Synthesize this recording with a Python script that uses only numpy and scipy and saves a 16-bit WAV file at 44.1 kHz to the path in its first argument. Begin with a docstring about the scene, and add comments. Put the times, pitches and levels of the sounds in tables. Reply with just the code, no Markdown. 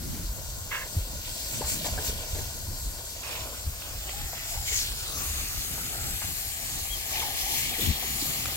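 """On a lawn, a hand-held camera with two microphone ports stands back from a hissing sprinkler, wind
buffeting the ports. A dog snorts, then chomps at the jet, which splatters on its muzzle and fur.
Around five seconds in the camera turns and comes close, and the short echoes off the ground and the
holding hand shift. A bird chirps once to the left, just before the dog's last bout of wet bites."""
import sys
import numpy as np
from scipy import signal
from scipy.fft import rfft, irfft, next_fast_len
from scipy.io import wavfile
from scipy.ndimage import uniform_filter1d, map_coordinates

SR = 44100
rng = np.random.default_rng(int(sys.argv[2]) if len(sys.argv) > 2 else 0)


def to_wav(s):
    """Save 16-bit WAV."""
    ch = np.atleast_2d(s).T  # columns
    pcm = np.round(np.clip(ch, -1, 1) * 32767)  # PCM
    wavfile.write(sys.argv[1], SR, pcm.astype(np.int16))


N = 377496

# The steady jet. 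Each row: time in seconds, mist in dB, splatter in dB.
JET = [(0, -35.5, -67), (1.1, -36, -49), (1.32, -35, -44), (1.41, -32.5, -47), (1.8, -32, -42.5),
       (2.2, -34, -45), (2.6, -35.5, -56), (3.6, -36, -48.5), (4.4, -35.5, -44), (5.0, -33.5, -43.5),
       (5.25, -32, -40.5), (5.55, -33, -45.5), (6.1, -33.5, -47), (6.6, -33.5, -46), (7.05, -33, -46.5),
       (7.3, -32.5, -41.5), (7.95, -33.5, -39.5), (8.2, -30, -39.5), (8.56, -31.5, -40)]
# The jet bursts on fur. Each row: peak, rise and fall in seconds, mist in dB, splatter in dB.
SPURTS = [(0.74, 0.033, 0.077, -41, -43), (1.55, 0.11, 0.06, -38, -46), (1.69, 0.025, 0.055, -27.5, -43),
          (1.86, 0.01, 0.013, -30, -44), (2.075, 0.043, 0.028, -28, -39), (2.22, .03, 0.029, -53, -43.5),
          (2.36, 0.023, 0.1, -44, -42.5), (3.36, 0.11, 0.098, -47, -40), (4.11, 0.031, 0.018, -47, -40),
          (4.51, 0.041, 0.058, -35, -49), (4.68, 0.015, 0.021, -31, -37), (4.732, 0.012, 0.016, -30, -36),
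          (4.77, 0.046, 0.083, -29, -35.5), (6.25, 0.075, 0.013, -57, -42), (7.15, .03, 0.082, -36, -36),
          (7.41, 0.053, 0.016, -31.5, -38.5), (7.58, 0.11, 0.074, -28.5, -34.5),
          (7.75, 0.017, 0.018, -47, -35.5), (7.83, 0.049, 0.074, -30.5, -34.5),
          (8.34, 0.015, 0.06, -39, -50)]
# The camera's path. Each row: time in seconds, nearness 0-1, then the ground echo's delay in ms
# and its strength, for the left port and for the right.
CAMERA = [(0, 0, 2.18, .28, 2.16, .25), (3.2, 0, 2.18, .28, 2.16, .25), (3.6, .05, 2.25, .2, 2.0, .3),
          (4.6, .2, 1.6, .12, 1.35, .3), (5.1, .3, 1.3, .1, 1.14, .2), (5.3, .92, 1.14, .12, 1.1, .2),
          (5.6, .95, 1.05, .15, 1.15, .2), (5.8, .95, 1.02, .2, 1.44, .45), (6.4, .95, .8, -.2, 1.35, .3),
          (8.56, .95, .8, -.25, 1.41, .35)]


def mist():
    """Fine mist hisses from the nozzle and flares as the jet bursts on the dog."""
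    # Colour at each port, from afar and close up. Each row: frequency in Hz, relative level in dB.
    far_left = [(1300, -10), (2200, -7), (3200, -1), (4500, 5), (5300, -1.5), (6300, 1), (6900, 1),
                (7400, 4.5), (8000, 1), (8600, 2.5), (9600, 0.8), (11000, -0.5), (12200, -0.5),
                (13200, -0.5), (14200, -2), (15500, 0)]
    far_right = [(1300, -4.5), (2200, -9.5), (3200, -8.5), (4500, 1), (5300, 0), (6500, 0), (7600, 5),
                 (8600, -5), (9600, -6), (11000, -4), (12200, 0), (13200, -8), (14200, -3), (15500, -4)]
    near_left = [(1000, -12.5), (1900, -4.5), (2400, 5), (3200, -4), (4500, 3), (5300, -0.5), (6500, 7.5),
                 (7600, 4.5), (8600, 4), (9600, 2.5), (11000, 3.5), (11900, 5), (12600, 9), (13600, 3),
                 (14200, 5), (15500, 3.5)]
    near_right = [(1000, -5), (1500, -9), (2000, -22), (2500, -2), (3200, -1.5), (4500, 5), (5300, 3.5),
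                  (6500, 0), (7600, 6.5), (8600, 0), (9600, -7), (11000, -6), (12200, 1.5), (13200, -8),
                  (14200, -4), (15500, -3)]

    def colour(hz, near):
        return np.array([(1 - near) * along([(500, -27)] + far, hz)
                         + near * along([(500, -22)] + close, hz)
                         for far, close in ((far_left, near_left), (far_right, near_right))])

    gain = bursts(curves(JET)[0], [row[:4] for row in SPURTS])
    hiss = water_at_ports(colour, depth_db=1.23, rate=900, patchy_db=1.36)
    return hiss * gain * amp(.62 * wobble(5.3))


def splatter():
    """Coarse drops hit fur, lower than the mist and leaning left as the camera nears."""
    # Each row: frequency in Hz, relative level in dB.
    spectrum = [(1100, -57), (1600, -6.5), (2300, 4), (3500, 7), (5500, 0.5), (9000, -47)]
    colour = lambda hz, near: along(spectrum, hz) + np.array([1.6 * near, -2.5 * near])[:, None]
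    gain = bursts(curves(JET)[1] + 1.5 * wobble(14), [(*row[:3], row[4]) for row in SPURTS])
    return water_at_ports(colour, depth_db=2.8, rate=350, patchy_db=2.2) * gain


def patter():
    """The rest of the water falls softly on the grass."""
    # Each row: time in seconds, level in dB.
    levels = [(0.0, -51.5), (0.86, -46), (1.3, -47.5), (1.98, -43.5), (2.8, -49), (3.2, -47.5),
              (3.43, -43.5), (3.72, -49.5), (5.2, -48.5), (6.5, -48.5), (7.02, -47), (7.18, -39.5),
              (7.37, -44.5), (8.3, -45), (8.56, -46)]
    # Drops on grass, from afar and close up. Each row: frequency in Hz, relative level in dB.
    grass_far = [(120, -30), (200, -12.5), (640, -4.5), (807, -7.5), (1010, -8), (1180, -13.5), (1490, -8),
                 (2500, -44), (3250, -54), (5500, -120)]
    grass_near = [(120, -22), (200, -10.5), (540, -5.5), (780, -1), (990, -16.5), (1200, -0.5), (2000, -4),
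                  (2800, -40)]
    colour = lambda hz, near: (1 - near) * along(grass_far, hz) + near * along(grass_near, hz)
    gain = amp(curves(levels)[0] + 1.07 * wobble(9))
    return water_at_ports(colour, depth_db=2, rate=150, patchy_db=1) * gain


def snorts():
    """Air blasts through the dog's nose and throat, then drops to a weaker tail."""
    # Each row: start, blast and tail in seconds, level in dB, left over right in dB.
    breaths = [(0.703, 0.056, 0.06, -32.5, -3), (3.22, .14, .1, -44.5, -11), (6.205, 0.0093, .02, -39, 2)]
    # One set of resonances a snort. Each row: centre in Hz, width in Hz, level in dB.
    snouts = [
        [(1060, 80, 0.5), (1675, 220, 2.5), (2160, 160, 1), (2710, 170, -3), (3430, 240, -14), (615, 220, -13)],
        [(517, 300, -6), (1010, 460, 0), (1700, 970, -3.5), (2520, 340, 4), (3550, 1200, -8)],
        [(710, 190, -3.5), (1700, 640, -5), (2600, 730, -14)],
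    ]
    attack_s, drop_s, release_s = .013, .006, .06
    out = np.zeros((2, N))
    for (s, blast, tail, db, pan_db), snout in zip(breaths, snouts):
        times = s + np.cumsum([0, attack_s, blast, drop_s, tail, release_s])
        envelope = list(zip(times, db - np.array([30, 0, 0, 6, 10.5, 30])))
        air = unit(filtered(drops(1.9, 180), resonances(snout)))
        side = .4 * unit(filtered(drops(3.7, 210), resonances(snout)))
        pair = np.array([air + side, np.roll(air, 4) - side])
        out += panned(pair * amp(curves(envelope)[0]) * gate(envelope), pan_db)
    return out


def gargles():
    """The jet sounds the open mouth; the spray shakes the tone's strength and pitch."""
    # Each row: peak, rise and fall in seconds, level in dB, cavity pitch in Hz.
    mouthfuls = [(4.21, 0.1, 0.1, -51, 840), (4.58, 0.07, 0.058, -46.5, 779), (7.24, 0.07, 0.08, -41, 850),
                 (7.51, 0.055, 0.035, -39, 820)]
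    closing = .2  # share of the pitch lost with the mouth nearly shut
    out = np.zeros(N)
    for s, rise, fall, db, hz in mouthfuls:
        shake = .2 + 1.4 * wobble(150)
        opening = swell(s, rise, fall)
        pitch = hz * (1 - closing * (1 - opening)) + 60 * wobble(60)
        out += shake * np.sin(phase(pitch)) * amp(db) * opening
    return out


def chomps():
    """Each wet bite is a squelch that rings the mouth and, more faintly, the muzzle."""
    # Each row: start in seconds, peak in dB, mouth resonance in Hz, left over right in dB.
    bites = [(1.612, -31.5, 700, 5), (1.637, -32, 810, 0), (1.841, -29.5, 674, 0), (1.858, -32.5, 800, 8),
             (1.98, -32, 516, 5), (2.003, -39, 600, 3), (2.081, -46, 630, -1), (2.349, -34, 430, 3),
             (2.363, -35, 480, 3), (2.382, -33, 470, 3), (2.981, -41, 624, -5), (4.326, -35.5, 680, 3),
             (4.54, -38.5, 680, 0), (4.712, -38.5, 480, 0), (5.776, -35, 780, 0), (7.216, -32, 776, 4),
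             (7.781, -29.5, 370, 4), (8.02, -37, 656, 1)]
    # The muzzle's resonances. Each row: centre in Hz, width in Hz, relative level in dB.
    muzzle = [(1550, 300, 6), (2400, 500, -6)]
    fall_s = .058  # to die by 30 dB
    out, t = np.zeros((2, N)), np.arange(SR // 6) / SR
    for s, db, hz, pan_db in bites:
        squelch = rng.standard_normal(len(t)) * (1 - np.exp(-t / .003)) * amp(-30 * t / fall_s)
        mouth = resonances([(hz, .95 * hz, 0)])
        wet = filtered(squelch, lambda f: mouth(f) ** 2 + amp(-17) * resonances(muzzle)(f))
        add_at(out, s, panned(wet / np.abs(wet).max() * amp(db), pan_db))
    return out


def ticks():
    """Teeth and drops click sharply: four partials and noise through one broad resonance."""
    # Each row: start in seconds, peak in dB, resonance in Hz, left over right in dB.
    clicks = [(0.393, -42, 1900, -1), (3.82, -31, 2700, -5), (4.0935, -25, 2000, -3), (4.919, -33, 2000, 0),
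              (8.4565, -21, 2400, 5)]
    fall_s = .011  # to die by 60 dB
    out, t = np.zeros((2, N)), np.arange(SR // 6) / SR
    for s, db, hz, pan_db in clicks:
        partials = sum(np.sin(2 * np.pi * k * hz * t) for k in (.25, .55, 1, 1.6))
        envelope = (1 - np.exp(-t / .001)) * amp(-60 * t / fall_s)
        crack = (partials + 1.2 * rng.standard_normal(len(t))) * envelope
        tick = filtered(crack, resonances([(hz, 1.3 * hz, 0)]))
        add_at(out, s, panned(tick / np.abs(tick).max() * amp(db), pan_db))
    return out


def pops():
    """Wet pops in the mouth and on the muzzle ring briefly, reaching the right port a little later."""
    # Each row: start in seconds, peak in dB, pitch in Hz, length in cycles, left over right in dB.
    rings = [(1.609, -24.5, 426, 2, 2), (1.616, -30, 930, 7.3, -1), (1.627, -37, 810, 5, 11),
             (1.809, -35, 625, 8.3, 0), (1.858, -35, 700, 6, 4), (1.883, -35, 660, 7, 0),
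             (1.977, -31, 660, 2.7, 0), (1.978, -31, 1520, 8.4, 0), (1.985, -31.5, 1560, 13, -2),
             (1.987, -39, 790, 5, 0), (2.095, -30.5, 410, 3, 2), (2.127, -37, 471, 4, 1),
             (7.134, -34, 2300, 9, 5), (7.152, -36, 1830, 13, 3), (7.156, -30, 2730, 11, 1),
             (7.178, -36, 2300, 12, 3), (7.227, -33.5, 2150, 19, 8), (7.343, -39, 2750, 9.1, 1.5),
             (7.557, -29, 4240, 14, 1), (7.726, -35, 2500, 28, 4), (7.741, -29, 2340, 12, 3),
             (7.751, -34, 2000, 13, 3), (7.81, -25, 3730, 13, 0), (7.831, -26, 3580, 12, 2)]
    out = np.zeros((2, N))
    for s, db, hz, cycles, pan_db in rings:
        turns = np.arange(round(cycles / hz * SR)) * hz / SR
        envelope = amp(db) * np.sin(np.pi * (turns / cycles) ** .76)
        glide = 1 + .025 * rng.standard_normal() * turns / cycles
        left, right = panned(envelope * np.sin(2 * np.pi * turns * glide), pan_db)
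        add_at(out[0], s, left)
        add_at(out[1], s + 3 / SR, right)
    return out


def wind():
    """Eddies at the ports: a deep rumble, mostly shared, and a lighter flap that differs more."""
    # Each row: time in seconds, rumble in dB, flap in dB.
    breeze = [(0, -46, -45.5), (.7, -43.5, -54), (1.5, -45.5, -55), (2.0, -39.5, -58), (2.6, -39.5, -50.5),
              (3.2, -44.5, -61), (3.9, -41, -65), (4.5, -44.5, -56.5), (5.3, -38.5, -50.5),
              (6.2, -44, -52.5), (7.2, -42.5, -59.5), (7.7, -46, -50.5), (8.56, -41.5, -47)]
    # Each row: peak and width in seconds, rumble in dB, flap in dB.
    gusts = [(0.05, 0.059, -38, -38.5), (0.19, 0.049, -37, -43.5), (0.45, 0.11, -39, -61),
             (0.98, 0.037, -42, -41.5), (1.15, 0.063, -39, -45), (1.58, 0.046, -54, -38),
             (1.79, 0.084, -42.5, -39.5), (1.96, 0.064, -38.5, -42), (2.1, 0.037, -43, -43),
             (2.39, 0.057, -38, -44.5), (2.7, 0.034, -36, -43), (2.86, 0.029, -41, -47),
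             (3.43, .05, -44, -60), (3.68, 0.026, -38, -46.5), (4.22, 0.038, -39, -45.5),
             (4.63, 0.084, -38.5, -71), (5.43, 0.018, -51, -44), (5.6, 0.025, -34, -65),
             (6.09, 0.075, -36, -43.5), (6.29, 0.042, -44, -43), (6.75, 0.031, -40, -46.5),
             (7.87, 0.042, -51, -33.5), (8.22, 0.035, -57, -51), (8.46, .015, -37, -51)]
    # The two spectra. Each row: frequency in Hz, relative level in dB.
    rumble = [(12, -40), (20, -10), (30, 4), (42, -3), (59, 3.5), (106, -4), (200, -21), (260, -62),
              (440, -120)]
    flap = [(70, -6.5), (130, 2), (200, -2.5), (330, -8), (600, -27)]
    # Random wander in dB of the rumble, then the flap.
    unrest_db = (0.5, 6)
    out = 0
    for k, (level_db, spectrum, apart) in enumerate(zip(curves(breeze), (rumble, flap), (.33, .55))):
        eddies = np.array([drops(1.76, 25), drops(5, 29)])
        mid, side = filtered(eddies, lambda hz: amp(along(spectrum, hz)))
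        slaps = [(s, width, width, db[k]) for s, width, *db in gusts]
        gain = bursts(level_db + unrest_db[k] * wobble(14), slaps)
        out = out + gain * unit(np.array([mid + apart * side, mid - apart * side]))
    return out


def jolts():
    """Each dull jolt rings the camera body for a few low cycles."""
    # Each row: start in seconds, strength in dB, pitch in Hz.
    knocks = [(0.24, -17.5, 40.3), (0.29, -14, 51), (0.609, -21, 82), (0.966, -5.5, 84), (1.002, -15, 44.2),
              (1.637, -17, 65.3), (1.92, -18, 64), (2.078, -18, 68), (2.33, -18, 82), (2.388, -23, 79),
              (2.671, -21, 92), (2.856, -16, 44.7), (3.665, -14, 65.6), (3.981, -22, 55),
              (4.249, -18.5, 61.9), (4.572, -19.5, 58.6), (4.71, -18, 62), (4.906, -19, 45.7),
              (5.299, -21, 72), (6.244, -20.5, 83), (6.899, -19.5, 47.3), (7.43, -22, 48.4),
              (8.224, -18.5, 280)]
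    ring_cycles = 6.8  # to die by 60 dB
    out, t = np.zeros(N), np.arange(SR // 4) / SR
    for s, db, hz in knocks:
        envelope = amp(db - 60 * t * hz / ring_cycles) * (1 - np.exp(-1.2 * t * hz))
        add_at(out, s, -envelope * np.sin(2 * np.pi * hz * t))
    return out


def flutter():
    """One low flutter on the left beats in lopsided puffs, slows, swells and stops."""
    # Each row: time in seconds, beat rate in Hz, level in dB.
    beats = [(7.8, 201.7, -48), (7.82, 176.6, -33.5), (7.845, 113.3, -31), (7.868, 77.6, -31),
             (7.89, 80, -20), (7.915, 81.6, -23), (7.925, 78, -55)]
    hz, db = curves(beats)
    angle = phase(hz * amp(.83 * wobble(60)))
    puffs = np.sin(angle) + .24 * np.cos(2 * angle) + .2 * np.sin(3 * angle)
    return panned(puffs * amp(db) * gate(beats), pan_db=8.7)


def bird():
    """One arched whistle, off to the left."""
    # Each row: time in seconds, pitch in Hz, level in dB.
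    arch = [(6.888, 3080, -57), (6.91, 3240, -47), (6.938, 3280, -39.5), (6.955, 3130, -45),
            (6.972, 3170, -59)]
    hz, db = curves(arch)
    whistle = np.sqrt(2) * np.sin(phase(hz + 25 * wobble(120)))
    return panned(whistle * amp(db + 1.5 * wobble(80)) * gate(arch), pan_db=17)


def water_at_ports(colour, depth_db, rate, patchy_db):
    """Drop noise as the moving ports hear it, at unit RMS; colour(hz, nearness) shapes it in dB."""
    frame = 1024
    hz, t, spectra = signal.stft(np.array([drops(depth_db, rate) for _ in range(3)]), SR, nperseg=frame)
    hz = hz[:, None]
    patches = uniform_filter1d(rng.standard_normal(spectra.shape[1:]), 40, axis=0)
    patches = unit(uniform_filter1d(patches, 6, axis=1))
    spectra = spectra * amp(patchy_db * patches)  # the fan of water tears and closes, band by band
    near = curves(CAMERA, t)[0]
    pair = port_pair(spectra, hz, t, near) * echoes(hz, t) * gliding_bands(hz, t) * amp(colour(hz, near))
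    return unit(signal.istft(pair, SR, nperseg=frame)[1][:, :N])


def port_pair(spectra, hz, t, near):
    """Both ports share one noise, which lags on the right; each adds a diffuse noise of its own."""
    # Each row: frequency in Hz, likeness of the ports 0-1.
    likeness = [(300, 1), (900, 1), (1600, 0.5), (2300, 0.5), (3200, 0.62), (4500, 0.5), (5500, 0.04)]
    # The left port's lead, from afar and close up. Each row: frequency in Hz, lead in radians.
    lead_far = [(300, 0.24), (1000, 1.25), (1700, 2.15), (3300, 3.3), (4600, 6.1), (6000, 9)]
    lead_near = [(300, 0.087), (900, 1.44), (1500, 2.33), (2800, 2.12), (3500, 4.47), (5000, 4.04),
                 (6500, 4.9)]
    # The ports are near opposite phase up to an edge; higher up, two late paths reach the right one.
    # Each row: time in seconds, edge in Hz, first and second delay in ms, likeness 0-1.
    paths = [(0, 3300, .5, 2.4, .45), (3.1, 3300, .5, 2.35, .5), (4.1, 3400, .25, 2.1, .3),
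             (4.75, 4600, .25, 2.0, .55), (5.15, 3400, .55, 1.9, .55), (5.4, 5200, .6, 1.8, .6),
             (6.1, 6100, .62, 1.55, .6), (6.35, 3700, .68, 1.6, .65), (7.0, 3700, .8, 1.75, .65),
             (7.6, 3700, .8, 1.7, .45), (8.56, 3500, .65, 1.4, .5)]
    opposed_hz, late_hz = 3156, 5270  # start of opposite phase; lowest start of the late paths
    edge_hz, first_ms, second_ms, late_alike = curves(paths, t)
    held_hz = hz - np.clip(hz - opposed_hz, 0, np.abs(edge_hz - opposed_hz))  # stands still to the edge
    late = np.clip((hz - np.maximum(late_hz, edge_hz + 300)) / 600, 0, 1)
    alike = np.clip((1 - late) * along(likeness, held_hz) + late * late_alike, 0, 1)
    lead = (1 - near) * np.interp(held_hz, *np.transpose(lead_far))
    lead += near * np.interp(held_hz, *np.transpose(lead_near))
    late_paths = delay(hz, first_ms) + delay(hz, second_ms)
    lag = np.sqrt(1 - late) * np.exp(-1j * lead) + np.sqrt(late / 2) * late_paths
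    shared, diffuse = spectra[0], spectra[1:]
    return np.sqrt(alike) * np.array([shared, shared * lag]) + np.sqrt(1 - alike) * diffuse


def echoes(hz, t):
    """The ground reflects into both ports; the holding hand and the camera's shell into the left."""
    # The hand drifts off and sweeps back. Each row: time in seconds, delay in ms, strength.
    hand = [(0, .15, .25), (3.5, .15, .25), (3.9, .135, .25), (4.5, .165, .3), (4.85, .175, .15),
            (5.0, .24, .1), (5.09, .215, .5), (5.17, .175, .6), (5.21, .14, .55), (5.26, .1, .4),
            (5.4, .1, .15), (8.56, .1, .12)]
    # Each row: delay in ms, strength.
    shell = [(.72, 0.048), (.94, 0.049)]
    _, left_ms, left_echo, right_ms, right_echo = curves(CAMERA, t)
    hand_ms, hand_echo = curves(hand, t)
    low = np.exp(-hz / 1500)
    turf = (1 + .023 * low) * np.exp(2.6j * low)  # soft ground favours low tones and turns their phase
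    left = 1 + left_echo * turf * delay(hz, left_ms)
    left *= 1 + hand_echo * delay(hz, hand_ms)
    left *= 1 + sum(strength * delay(hz, ms) for ms, strength in shell)
    right = 1 + right_echo * turf * np.exp(-hz / 9000) * delay(hz, right_ms)
    return np.array([left, right])


def gliding_bands(hz, t):
    """Hollow and whistling bands glide through the spray as the camera turns and nears the turf."""
    # Each row: time in seconds, then centre in Hz and depth in dB of a hollow at both ports
    # and of one at the left only.
    hollows = [(0, 1290, 0, 4400, 3.5), (1.5, 1250, 6, 4400, 2), (2.4, 1230, 4, 4370, 3),
               (3.05, 1300, 2.5, 4370, 0.5), (3.3, 1490, 5, 4430, 7), (4.2, 1860, -6, 4230, 5),
               (4.75, 2000, -4.5, 3800, 1), (4.97, 1500, -5, 2000, 3), (5.08, 1350, -5, 2400, 9),
               (5.16, 1200, -7, 3200, 12), (5.21, 1100, -3, 4100, 9), (5.3, 1050, -5, 5300, 4),
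               (5.5, 1100, 0, 5200, 5), (5.75, 1170, 2, 5100, 4), (6.1, 1150, 5, 5500, 2),
               (6.3, 1340, 5.5, 4700, -1), (7, 1400, 11.5, 4730, 4), (7.6, 1410, 14.5, 4800, 4),
               (8.56, 1420, 5.5, 5230, 9)]
    # A whistle, strongest on the left. Each row: time in seconds, Hz, lift in dB, relative width.
    ridge = [(3.9, 7600, -1, .06), (4.2, 7500, 2, 0.051), (4.55, 7360, 4.5, .06), (4.66, 7200, 7.5, .09),
             (4.74, 6850, 11, 0.15), (4.84, 6400, 4, .2), (4.95, 6800, 0, .1), (5.07, 7230, 8, 0.054),
             (5.14, 6200, 6, .06), (5.32, 6400, 8, .05), (5.5, 6500, 3.5, 0.054), (5.75, 6600, 1, .07),
             (6.05, 7600, 6.5, .07), (6.3, 8200, 3, 0.063), (6.55, 8500, 2, .07), (6.9, 8500, -2, .07)]
    # Each row: time in seconds, dark band in Hz, its depth in dB, gain above about 12 kHz in dB.
    right_treble = [(0, 9900, 19, -5), (1.3, 9900, 12, 0), (1.65, 10000, 10, -2), (2.4, 9800, 12, -2),
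                    (3.4, 10000, 9, -2), (4.1, 10200, 10, 4), (4.75, 9800, -1, 0.5), (5.3, 9300, 3, 5),
                    (6.0, 9200, 9, 1), (6.8, 9600, 11, 0), (7.5, 8950, 22, 0), (8.56, 8900, 15.5, 0)]
    both_hz, both_db, left_hz, left_db = curves(hollows, t)
    ridge_hz, ridge_db, ridge_width = curves(ridge, t)
    dark_hz, dark_db, top_db = curves(right_treble, t)
    band = lambda centre_hz, db, width: amp(db * np.exp(-((hz / centre_hz - 1) / width) ** 2))
    flicker = uniform_filter1d(rng.standard_normal(len(t)), size=3)
    whistle = band(ridge_hz, ridge_db * (1 + .3 * flicker), ridge_width)
    shelf = amp(top_db * np.clip(hz / 1500 - 7.5, 0, 1))
    left = whistle * band(left_hz, -left_db, .14)
    right = np.sqrt(whistle) * band(dark_hz, -dark_db, .096) * shelf
    return np.array([left, right]) * band(both_hz, -both_db, .14)


def amp(db):
    return 10 ** (np.asarray(db) / 20)


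def unit(x):
    return x / np.sqrt(np.mean(x ** 2) + 1e-20)


def phase(hz):
    return 2 * np.pi * np.cumsum(hz) / SR


def delay(hz, ms):
    return np.exp(-2j * np.pi * hz * ms / 1000)


def panned(x, pan_db):
    return x * amp([[pan_db / 2], [-pan_db / 2]])


def add_at(out, s, x):
    span = out[..., round(s * SR):][..., :x.shape[-1]]
    span += x[..., :span.shape[-1]]


def along(points, hz):
    """Interpolate (Hz, value) points on a log axis."""
    f, v = np.transpose(points)
    return np.interp(np.log(hz + 1), np.log(f + 1), v)


def curves(rows, t=None):
    """One value per sample (or per given time) for each column after the time."""
    s, *cols = np.transpose(rows)
    return [np.interp(np.arange(N) / SR if t is None else t, s, c) for c in cols]


def gate(rows):
    """1 while a table lasts, with soft edges."""
    t0, t1 = rows[0][0], rows[-1][0]
    return np.interp(np.arange(N) / SR, [t0 - .01, t0 + .01, t1 - .01, t1 + .01], [0, 1, 1, 0])


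def wobble(rate):
    """A random curve, rate knots a second."""
    knots = rng.standard_normal(int(N * rate / SR) + 4)
    return map_coordinates(knots, [np.arange(N) * rate / SR], order=1)


def drops(depth_db, rate):
    """Noise whose level jumps rate times a second."""
    return unit(rng.standard_normal(N) * amp(depth_db * wobble(rate)))


def swell(s, rise, fall):
    """A bell of gain 1 at time s with its own rise and fall."""
    out = np.zeros(N)
    span = np.arange(max(0, int((s - 5 * rise) * SR)), min(N, int((s + 5 * fall) * SR)))
    t = span / SR - s
    out[span] = np.exp(-.5 * (t / np.where(t < 0, rise, fall)) ** 2)
    return out


def bursts(steady_db, events):
    """Gain of a steady level with swells added in power."""
    power = sum((amp(db) * swell(s, rise, fall)) ** 2 for s, rise, fall, db in events)
    return np.sqrt(amp(steady_db) ** 2 + power)


def filtered(x, response):
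    """x through a complex response of frequency."""
    size = next_fast_len(x.shape[-1] + 4096)
    return irfft(rfft(x, size) * response(np.fft.rfftfreq(size, 1 / SR)), size)[..., :x.shape[-1]]


def resonances(modes):
    """Causal response of (Hz, width, dB) resonances."""
    return lambda f: sum((-1) ** k * amp(db) * 1j * f * width / (hz * hz - f * f + 1j * f * width)
                         for k, (hz, width, db) in enumerate(modes))


def scene():
    sprinkler = mist() + splatter() + patter()
    dog = snorts() + gargles() + chomps() + ticks() + pops()
    return sprinkler + dog + wind() + jolts() + flutter() + bird()


def record(dry):
    """The camera keeps nothing above its band limit."""
    return filtered(dry, lambda hz: hz < 15890)


dry = scene()
out = record(dry)
to_wav(out)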